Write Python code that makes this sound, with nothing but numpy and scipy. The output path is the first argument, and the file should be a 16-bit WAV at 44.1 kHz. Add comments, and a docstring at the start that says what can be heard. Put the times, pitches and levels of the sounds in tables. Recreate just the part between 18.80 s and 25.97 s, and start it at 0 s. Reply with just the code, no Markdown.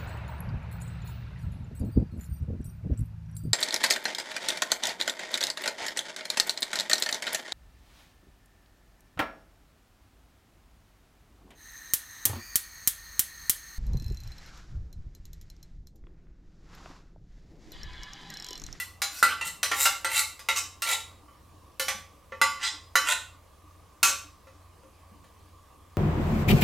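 """A small room: close by, a spoon taps and scrapes clean a small steel tray held over a ceramic bowl.
Each contact rings the tray's modes by where it lands, and the bowl rings more slowly under it.
Scrapes drive the same modes with slip noise and add a rasp that rises with the spoon's speed.
The room answers briefly; behind it machines hum and throb faintly and a fan hisses."""
import sys
import numpy as np
from scipy import signal
from scipy.fft import rfft, irfft
from scipy.io import wavfile
from scipy.ndimage import uniform_filter1d

SR = 44100
rng = np.random.default_rng(int(sys.argv[2]) if len(sys.argv) > 2 else 0)


def put_to_file(sound):
    """Save the sound as 16-bit audio at rate SR, in the file named by the first command-line argument."""
    columns = np.atleast_2d(sound).T  # one column per channel
    safe = np.clip(columns, -1, 1)
    whole_steps = np.round(safe * 32767)
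    wavfile.write(sys.argv[1], SR, whole_steps.astype(np.int16))


N = 316197
DULLING = 0.28  # share of the hardness tilt felt by strong modes and bowl


def amp(db):
    return 10 ** (np.asarray(db) / 20)


def unit_rms(x):
    return x / np.sqrt(np.mean(x ** 2) + 1e-20)


def curve_at(points, hz):
    f, value = np.transpose(points)
    return np.interp(np.log(hz + 1), np.log(f + 1), value)


def add(mix, start_s, sound):
    """Mix in a sound, panned to where the tray has drifted."""
    # tray drift: t/s, left minus right/dB
    sway = [(0, 1.6), (2.2, 0.4), (4.2, 0.05), (6.5, 1.4)]
    pan_db = np.interp(start_s, *np.transpose(sway))
    part = mix[:, round(start_s * SR):][:, :len(sound)]
    part += amp([[pan_db / 2], [-pan_db / 2]]) * sound[:part.shape[1]]


def damped_sines(hz, t60_s, size):
    t = np.arange(size) / SR
    return np.exp(-np.log(1000) * t / t60_s[:, None]) * np.sin(2 * np.pi * hz[:, None] * t)


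def resonate(x, hz, width_hz):
    """Moving resonance: shift hz down to zero, smooth twice, shift back."""
    turn = np.exp(2j * np.pi * np.cumsum(hz) / SR)
    pole = np.exp(-np.pi * width_hz / SR)
    smoother = [1 - pole], [1, -pole]
    return 2 * (turn * signal.lfilter(*smoother, signal.lfilter(*smoother, x / turn))).real


def contact(main, main_db, second, second_db, *rest, spill_db=-24):
    """A contact stirs two places and spills into the others: five levels/dB, then rest."""
    # contact places: grip, rim, wall, floor, spoon's edge
    places = ["grip", "rim", "wall", "floor", "edge"]
    touched = {main: main_db, second: second_db}
    return [touched.get(name, main_db + spill_db) for name in places] + list(rest)


def tilt_db(contacts, hz):
    """Softer contacts lose treble above 2 kHz."""
    hardness = contacts[:, 7:8]
    return hardness * np.log2(np.maximum(hz, 2000) / 2000)


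def tray_ring(contacts, weak_count=540):
    """Steel ring per contact: strong modes set by place, a dense sheet of weak ones by chance."""
    # strong modes: f/Hz
    mode_hz = [535, 895, 1373, 1405, 1440, 1535, 1760, 1990, 2045, 2143, 2557, 2725, 2775, 3030, 3456, 3805,
               4048, 4118, 4340, 4630, 4963, 5535, 5950, 6277, 6498, 6611, 7050, 7165, 7640, 8410]
    # same modes: level/dB at grip, rim, wall, floor, spoon's edge; t60/s
    modes = [(-2, -43, -36, -36, -39, 0.13), (-18.5, -28, -20, -10, -20.5, 0.14),
             (-17, -24, 2, -6.5, -20, 0.21), (-26.5, -4, -7, -33.5, -18.5, 0.14),
             (-19, -7, -26, -34, -18, 0.1), (-30, -9, -22.5, -42.5, -12.5, 0.13),
             (-12.5, -25, -22.5, -30.5, -12.5, 0.12), (-35.5, -23.5, 0.5, 4, -29.5, 0.099),
             (-23, -9.5, -18, -13, -35, 0.15), (-23, -25, -32.5, -2, -27, 0.097),
             (-23.5, -33, -17.5, -31.5, 1.5, 0.22), (-32.5, -31, -12.5, -3.5, -4, 0.08),
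             (-25, -11.5, -27, -16.5, -11, 0.11), (-21.5, -22.5, -32.5, -10, -12.5, 0.34),
             (-38.5, -29.5, -34, -35, -9, 0.089), (-35.5, -22, -28, -5.5, -9.5, 0.22),
             (-29.5, -17.5, -32, -21, 3, 0.15), (-41, -21.5, -19.5, -29, -13, 0.15),
             (-32, -33.5, -37, -30, -6.5, 0.045), (-39, -29, -26.5, -23.5, -8.5, 0.088),
             (-34.5, -21, -25.5, -21.5, -9, 0.53), (-30, -29.5, -34.5, -34.5, -3, 0.38),
             (-34, -7, -24.5, -16.5, 6, 0.11), (-23, -33, -36, -24, -7, 0.16),
             (-36.5, -34, -42.5, -36.5, 2.5, 0.29), (-27.5, -35.5, -37.5, -26, -6, 0.12),
             (-34.5, -20, -32.5, -13, -7, 0.36), (-32.5, -28, -11.5, -24, -3, 0.16),
             (-36, -21, -34.5, -13, -2.5, 0.2), (-34, -27.5, -18.5, -13.5, -7.5, 0.14)]
    # weak modes of the thin steel: f/Hz, level/dB
    sheet_db = [(300, -26), (700, -9.5), (1200, -6.5), (2000, -2), (3500, -3), (6000, -4.5), (10000, -1),
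                (14000, -0.5), (16500, -25)]
    # their decay: f/Hz, t60/s
    sheet_t60 = [(400, 0.17), (2000, 0.077), (6000, 0.17), (15000, 0.047)]
    modes, mode_hz = np.array(modes), np.array(mode_hz)
    strong = amp(contacts[:, :5]) @ amp(modes[:, :5]).T
    scatter_db = 4 * rng.standard_normal(strong.shape)
    strong *= amp(DULLING * tilt_db(contacts, mode_hz) + scatter_db)
    for favoured_hz, db in contacts[:, -4:].T.reshape(2, 2, -1):  # two modes set by the exact spot
        nearest = abs(favoured_hz[:, None] - mode_hz).argmin(1)
        strong[np.arange(len(contacts)), nearest] = amp(db)
    strong *= rng.choice([-1., 1.], strong.shape)
    steel = strong @ damped_sines(mode_hz, modes[:, 5], SR // 2)
    weak_hz = np.linspace(300, 16500, weak_count) + rng.uniform(-10.5, 10, weak_count)
    weak_db = contacts[:, 6:7] + curve_at(sheet_db, weak_hz) + tilt_db(contacts, weak_hz)
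    weak = amp(weak_db) * rng.standard_normal(weak_db.shape)
    steel[:, :SR // 4] += weak @ damped_sines(weak_hz, curve_at(sheet_t60, weak_hz), SR // 4)
    return steel


def bowl_ring(contacts):
    """Slow ceramic ring per contact."""
    # bowl modes: f/Hz, t60/s, level/dB
    modes = [(745, .4, -24), (1071, .9, -19), (1152, .45, 0), (2409, .33, -16), (3219, .6, -26),
             (4544, .34, -24), (5163, .55, -20)]
    hz, t60_s, db = np.transpose(modes)
    gains = amp(contacts[:, 5:6] + db + DULLING * tilt_db(contacts, hz))
    return gains @ damped_sines(hz, t60_s, SR // 2)


def taps(chatter_db=-20.5, chatter_s=0.021, grip_db_per_s=32.5):
    """A click, then chatter as the spoon settles; hand and spoon damp the steel. Gives tray, bowl."""
    # spoon blows: t/s, main place, level/dB, second place, level/dB, bowl/dB, weak modes/dB,
    # hardness/(dB/oct), two favoured modes (f/Hz, level/dB)
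    blows = [(0, "floor", -47.5, "wall", -40.5, -61.5, -54.5, 0.1, 1373, -43.5, 2725, -37.5),
             (.2185, "edge", -42.5, "rim", -37.5, -46, -40.5, -3, 1373, -58, 7050, -32.5),
             (.427, "rim", -23, "wall", -22.5, -35.5, -37.5, -3, 1440, -14, 4118, -26.5),
             (0.612, "floor", -38.5, "wall", -69, -74, -48, -6, 1990, -34, 2725, -26.5),
             (0.8305, "edge", -54, "rim", -26.5, -36.5, -38, -3.5, 1990, -28, 5950, -24),
             (0.9145, "wall", -27, "rim", -49, -32.5, -35.5, -8.5, 1373, -26, 2557, -39),
             (1.055, "rim", -27, "wall", -47, -37.5, -32.5, -5, 1373, -25.5, 2775, -20),
             (1.2461, "wall", -29.5, "grip", -36, -45, -43, -4, 1990, -24.5, 8410, -33.5),
             (1.593, "edge", -68, "grip", -61, -52, -57.5, -4, 1990, -54, 4963, -54),
             (1.6869, "floor", -24, "wall", -32, -57, -39, -5.5, 1990, -23, 2557, -35),
             (1.762, "edge", -41, "wall", -41, -36.5, -54, -2, 2725, -35, 5950, -26),
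             (2.0207, "floor", -32.5, "wall", -46, -38.5, -44.5, -2, 1373, -34.5, 8410, -35),
             (2.483, "grip", -65, "floor", -75, -59.5, -81, -24, 3030, -65, 1990, -69),
             (2.9966, "rim", -29, "grip", -37, -41.5, -44.5, -1.2, 1760, -32.5, 4048, -35),
             (3.083, "floor", -47, "grip", -45, -34.5, -38.5, -5.5, 1990, -29, 5950, -30),
             (3.5208, "grip", -39, "floor", -59, -41.5, -51.5, -20.5, 1373, -44, 2557, -50),
             (3.6146, "rim", -20, "floor", -24.5, -19.5, -39, -3.5, 1990, -16.5, 1440, -16.5),
             (4.1549, "rim", -15.5, "wall", -27, -24.5, -41.5, -1.7, 1990, -16, 4048, -25),
             (5.2297, "edge", -28, "wall", -34, -26.5, -34.5, -0.8, 2725, -27, 4340, -16),
             (5.67, "grip", -53, "wall", -71, -58, -74, -7, 535, -49, 1990, -59),
             (6.034, "grip", -60, "wall", -77, -71, -80, -6, 535, -51.5, 895, -71.5),
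             (6.442, "grip", -60, "floor", -83, -67, -75.5, -4.5, 535, -70, 1990, -70.5)]
    contacts = np.array([contact(*row[1:]) for row in blows])
    tray, bowl = np.zeros((2, N)), np.zeros((2, N))
    t = np.arange(2500) / SR
    for (start_s, *_), steel, ceramic in zip(blows, tray_ring(contacts), bowl_ring(contacts)):
        chatter = rng.standard_normal(len(t)) * (rng.random(len(t)) < .1)
        force = amp(chatter_db) * chatter * np.exp(-t / chatter_s)
        force[0] = 1
        damping = amp(-grip_db_per_s * np.arange(len(steel)) / SR)
        add(tray, start_s, signal.fftconvolve(force, steel * damping))
        add(bowl, start_s, ceramic)  # one clean ceramic ring starts with each tap
    return tray, bowl


def machine_hum(crest_s=3.62, waver_db=0.4, rumble_db=-77):
    """Wavering lines, in phase at crest_s, over a low rumble; the close pair beats."""
    # hum lines: f/Hz, level/dB
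    lines = [(29.82, -70), (59.6, -67), (67.56, -64), (87.21, -61.5), (89.48, -63.5), (119.27, -82.5)]
    t = np.arange(N) / SR - crest_s
    out = np.zeros(N)
    for hz, db in lines:
        waver = unit_rms(sum(np.sin(2 * np.pi * (f * t + rng.random())) for f in (.2, .45, .9)))
        out += np.sqrt(2) * amp(db + waver_db * waver) * np.cos(2 * np.pi * hz * t)
    band = signal.butter(2, [20, 90], "band", fs=SR, output="sos")
    rumble = signal.sosfilt(band, rng.standard_normal(N))
    return out + amp(rumble_db) * unit_rms(rumble)


def fan_noise(level_db=-58, patch_db=1.7):
    """Fan and microphone noise with faint drifting patches in its spectrum."""
    # noise spectrum: f/Hz, relative density/dB
    spectrum = [(59, -32), (100, 3), (119, -11), (186, -12.5), (255, -16), (303, -12), (359, -17),
                (527, -13.5), (612, -15.5), (879, -18), (1180, -7.5), (1290, -24), (12100, -33.5),
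                (16300, -39)]
    # stereo likeness: f/Hz, coherence
    coherence = [(60, 0.74), (180, 0.77), (550, 0.56), (1650, 0.98), (4970, 0.61), (15000, 0.91)]
    frames, hz = N // 256 + 5, np.fft.rfftfreq(1024, 1 / SR)
    left_re, left_im, side_re, side_im, patches = rng.standard_normal((frames, 513, 5)).T
    patches = unit_rms(uniform_filter1d(uniform_filter1d(patches, 8, 0), 14, 1))
    shared = curve_at(coherence, hz)[:, None]
    left = left_re + 1j * left_im
    right = shared * left + np.sqrt(1 - shared ** 2) * (side_re + 1j * side_im)
    spectra = np.array([left, right]) * amp(curve_at(spectrum, hz)[:, None] + patch_db * patches)
    noise = signal.istft(spectra, nperseg=1024, noverlap=768)[1][:, :N]
    return amp(level_db) * unit_rms(noise)


def thud(db, hz, t60_s, attack_s=0.0018):
    """One low damped mode with a soft start."""
    t = np.arange(SR // 3) / SR
    return amp(db - 60 * t / t60_s) * np.sin(2 * np.pi * hz * t) * (1 - np.exp(-t / attack_s))


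def machine_throb(period_s=.3012, level_db=-60, hz=294):
    """Regular beat of a distant machine, uneven in strength."""
    out = np.zeros((2, N))
    for start_s in np.arange(.02, N / SR, period_s):
        db = level_db + 4.8 * rng.standard_normal()
        add(out, start_s, thud(db, hz * rng.uniform(1.0, 1.04), t60_s=.2))
    return out


def scrapes(lift_db_per_s=699.5, lift_s=0.028, grit_per_s=2500, screech_hz=7480):
    """Slips and grit drive the modes, a rasp and an edge screech; the spoon speeds up, then lifts."""
    # spoon strokes: t/s, length/s, top level/dB, swell/dB, main place, second place;
    # relative to main place: second/dB, bowl/dB, weak modes/dB; hardness/(dB/oct),
    # two favoured modes (f/Hz, level/dB), rasp top/Hz, rasp/dB, screech/dB
    strokes = [(0.294, 0.11, -43, 8, "rim", "edge", -15, -18, -16, 1.2, 4048, -7, 5535, 0, 5200, -3, -5),
               (.47, 0.057, -33.5, -1, "wall", "rim", -9, 18, -17, -3, 1535, 12, 3030, 3, 3050, -1.5, -23),
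               (0.626, 0.0533, -31, 27, "floor", "wall", -22, -6, -21, 2, 1990, 3.5, 8410, 1, 4170, -9.5, -10.5),
               (0.937, 0.12, -26, 8.5, "floor", "wall", -13, -9, -17, 2, 1990, 0, 7165, 3, 7860, -14, -1.5),
               (1.283, 0.12, -25.5, 13, "floor", "wall", -3.5, 2, -15, 0.8, 2143, 5, 4048, 2.5, 4250, -6, -2.5),
               (1.74, 0.045, -31, 16, "floor", "edge", 1, 25, -5, -.9, 5950, 3, 4630, 1.5, 5200, -4, -1),
               (2.05, 0.085, -25, 9, "floor", "wall", -16.5, -21, -11.5, -3, 1990, 1.5, 3805, 3.5, 3800, -8, -5.5),
               (3.79, 0.084, -28, 17.5, "edge", "floor", -0.5, 7.5, -15, -5.5, 4630, 0, 4963, 3.5, 3700, -1.5, -10.5),
               (4.239, 0.083, -25, 14, "rim", "floor", -3.5, -8.5, -9, -4.5, 1405, 3, 1990, 0, 3850, -5, -4),
               (5.233, 0.064, -31.5, -1.2, "edge", "floor", -2, -30.5, 1, -6.5, 6498, 4, 6277, 6, 4400, -4, -0.5)]
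    contacts = np.array([contact(row[4], 0, *row[5:-3]) for row in strokes])
    out, size = np.zeros((2, N)), SR // 4
    t = np.arange(size) / SR
    lowpass = signal.butter(2, 3000, fs=SR, output="sos")
    for row, steel, ceramic in zip(strokes, tray_ring(contacts), bowl_ring(contacts)):
        start_s, length_s, top_db, swell_db = row[:4]
        rasp_hz, rasp_db, screech_db = row[-3:]
        speed = np.minimum(t / length_s, 1)
        envelope_db = -swell_db * (1 - speed) ** 2.6 - lift_db_per_s * np.maximum(t - length_s, 0)
        level = amp(top_db + envelope_db) * (t < length_s + lift_s)
        grit = amp(7.8 * np.minimum(rng.exponential(1, size), 3.2))
        grit *= rng.random(size) < grit_per_s / SR
        slips = unit_rms((1 + grit) * rng.standard_normal(size))
        blunt = signal.sosfilt(lowpass, slips)
        force = blunt + (slips - blunt) * amp(0.72 * envelope_db)  # louder is sharper
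        spoon_damping = np.exp(-np.arange(len(steel)) / SR / 0.046)
        ring = steel * spoon_damping + 0.2 * ceramic
        rasp = unit_rms(resonate(slips, rasp_hz * (0.65 + 0.35 * speed), width_hz=900))
        screech = unit_rms(resonate(slips, np.full(size, screech_hz), width_hz=2400))
        add(out, start_s, signal.fftconvolve(force * level, ring / np.linalg.norm(ring)))
        add(out, start_s, level * speed * (amp(rasp_db) * rasp + amp(screech_db) * screech))
    return out


def knocks():
    """Dull thumps, most of them under a hard tap."""
    # low knocks: t/s, level/dB, f/Hz
    thumps = [(.425, -46, 245), (0.662, -44, 167), (0.913, -42, 307), (1.248, -42.5, 349),
              (2.996, -48, 270), (3.149, -43, 192), (3.518, -49.5, 238), (3.616, -44.5, 234),
              (5.225, -43, 234), (6.316, -44.5, 193)]
    out = np.zeros((2, N))
    for start_s, db, hz in thumps:
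        add(out, start_s, thud(db, hz, t60_s=0.1))
    return out


def room(x, tail_db=-4.5):
    """Direct sound, early echoes and a tail of sparse reflections dying band by band."""
    # tail decay: f/Hz, t60/s
    decay = [(250, 0.57), (1000, 0.34), (4000, 0.38), (12000, 0.33)]
    # stereo likeness of the tail: f/Hz, coherence
    coherence = [(250, 0.57), (600, 1), (2000, 0.99), (4000, 1), (10000, 0.4)]
    # early reflections: left t/s, right t/s, level/dB
    echoes = [(.0021, .00215, -20), (.0058, .0057, -35.5), (.0093, 0.0077, -21), (0.0132, .0149, -21),
              (0.022, 0.017, -24)]
    reflections = np.zeros((2, SR // 2))
    slots = np.arange(400, SR // 2 - 20, 20)
    arrivals = slots + rng.integers(0, 20, (2, len(slots)))
    np.put_along_axis(reflections, arrivals, rng.choice([-1., 1.], arrivals.shape), 1)
    hz, t, spectra = signal.stft(reflections, SR, nperseg=256)
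    shared = curve_at(coherence, hz)[:, None]
    spectra[1] = shared * spectra[0] + np.sqrt(1 - shared ** 2) * spectra[1]
    spectra *= amp(-60 * t / curve_at(decay, hz)[:, None])
    response = signal.istft(spectra, SR, nperseg=256)[1]
    response *= amp(tail_db) / np.linalg.norm(response[0])
    response[:, 0] += 1
    for left_s, right_s, db in echoes:
        response[[0, 1], [round(left_s * SR), round(right_s * SR)]] += amp(db)
    return signal.fftconvolve(x, response, axes=1)[:, :N]


def scene():
    """Contacts and throb pass through the room; the tapped bowl outlasts it and stays dry."""
    highpass = signal.butter(2, 350, "high", fs=SR, output="sos")  # a small tray radiates little bass
    steel, bowl = taps()
    tray = signal.sosfilt(highpass, steel + scrapes())
    return room(tray + machine_throb() + knocks()) + bowl + machine_hum() + fan_noise()


def record(dry, ceiling=.6, cutoff_hz=16300):
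    """Two microphones of unequal colour, rounded peaks, band limit."""
    # microphone balance: f/Hz, left minus right/dB
    balance = [(60, -0.5), (180, 0), (550, 3), (1650, -4), (4970, -1), (15000, 0.5)]
    balance_db = curve_at(balance, np.fft.rfftfreq(N, 1 / SR))
    coloured = irfft(rfft(dry) * amp([balance_db / 2, -balance_db / 2]), N)
    rounded = ceiling * np.tanh(coloured / ceiling)
    lowpass = signal.firwin(511, cutoff_hz, window=("kaiser", 9), fs=SR)
    return signal.oaconvolve(rounded, lowpass[None], "same")


dry = scene()
out = record(dry)
put_to_file(out)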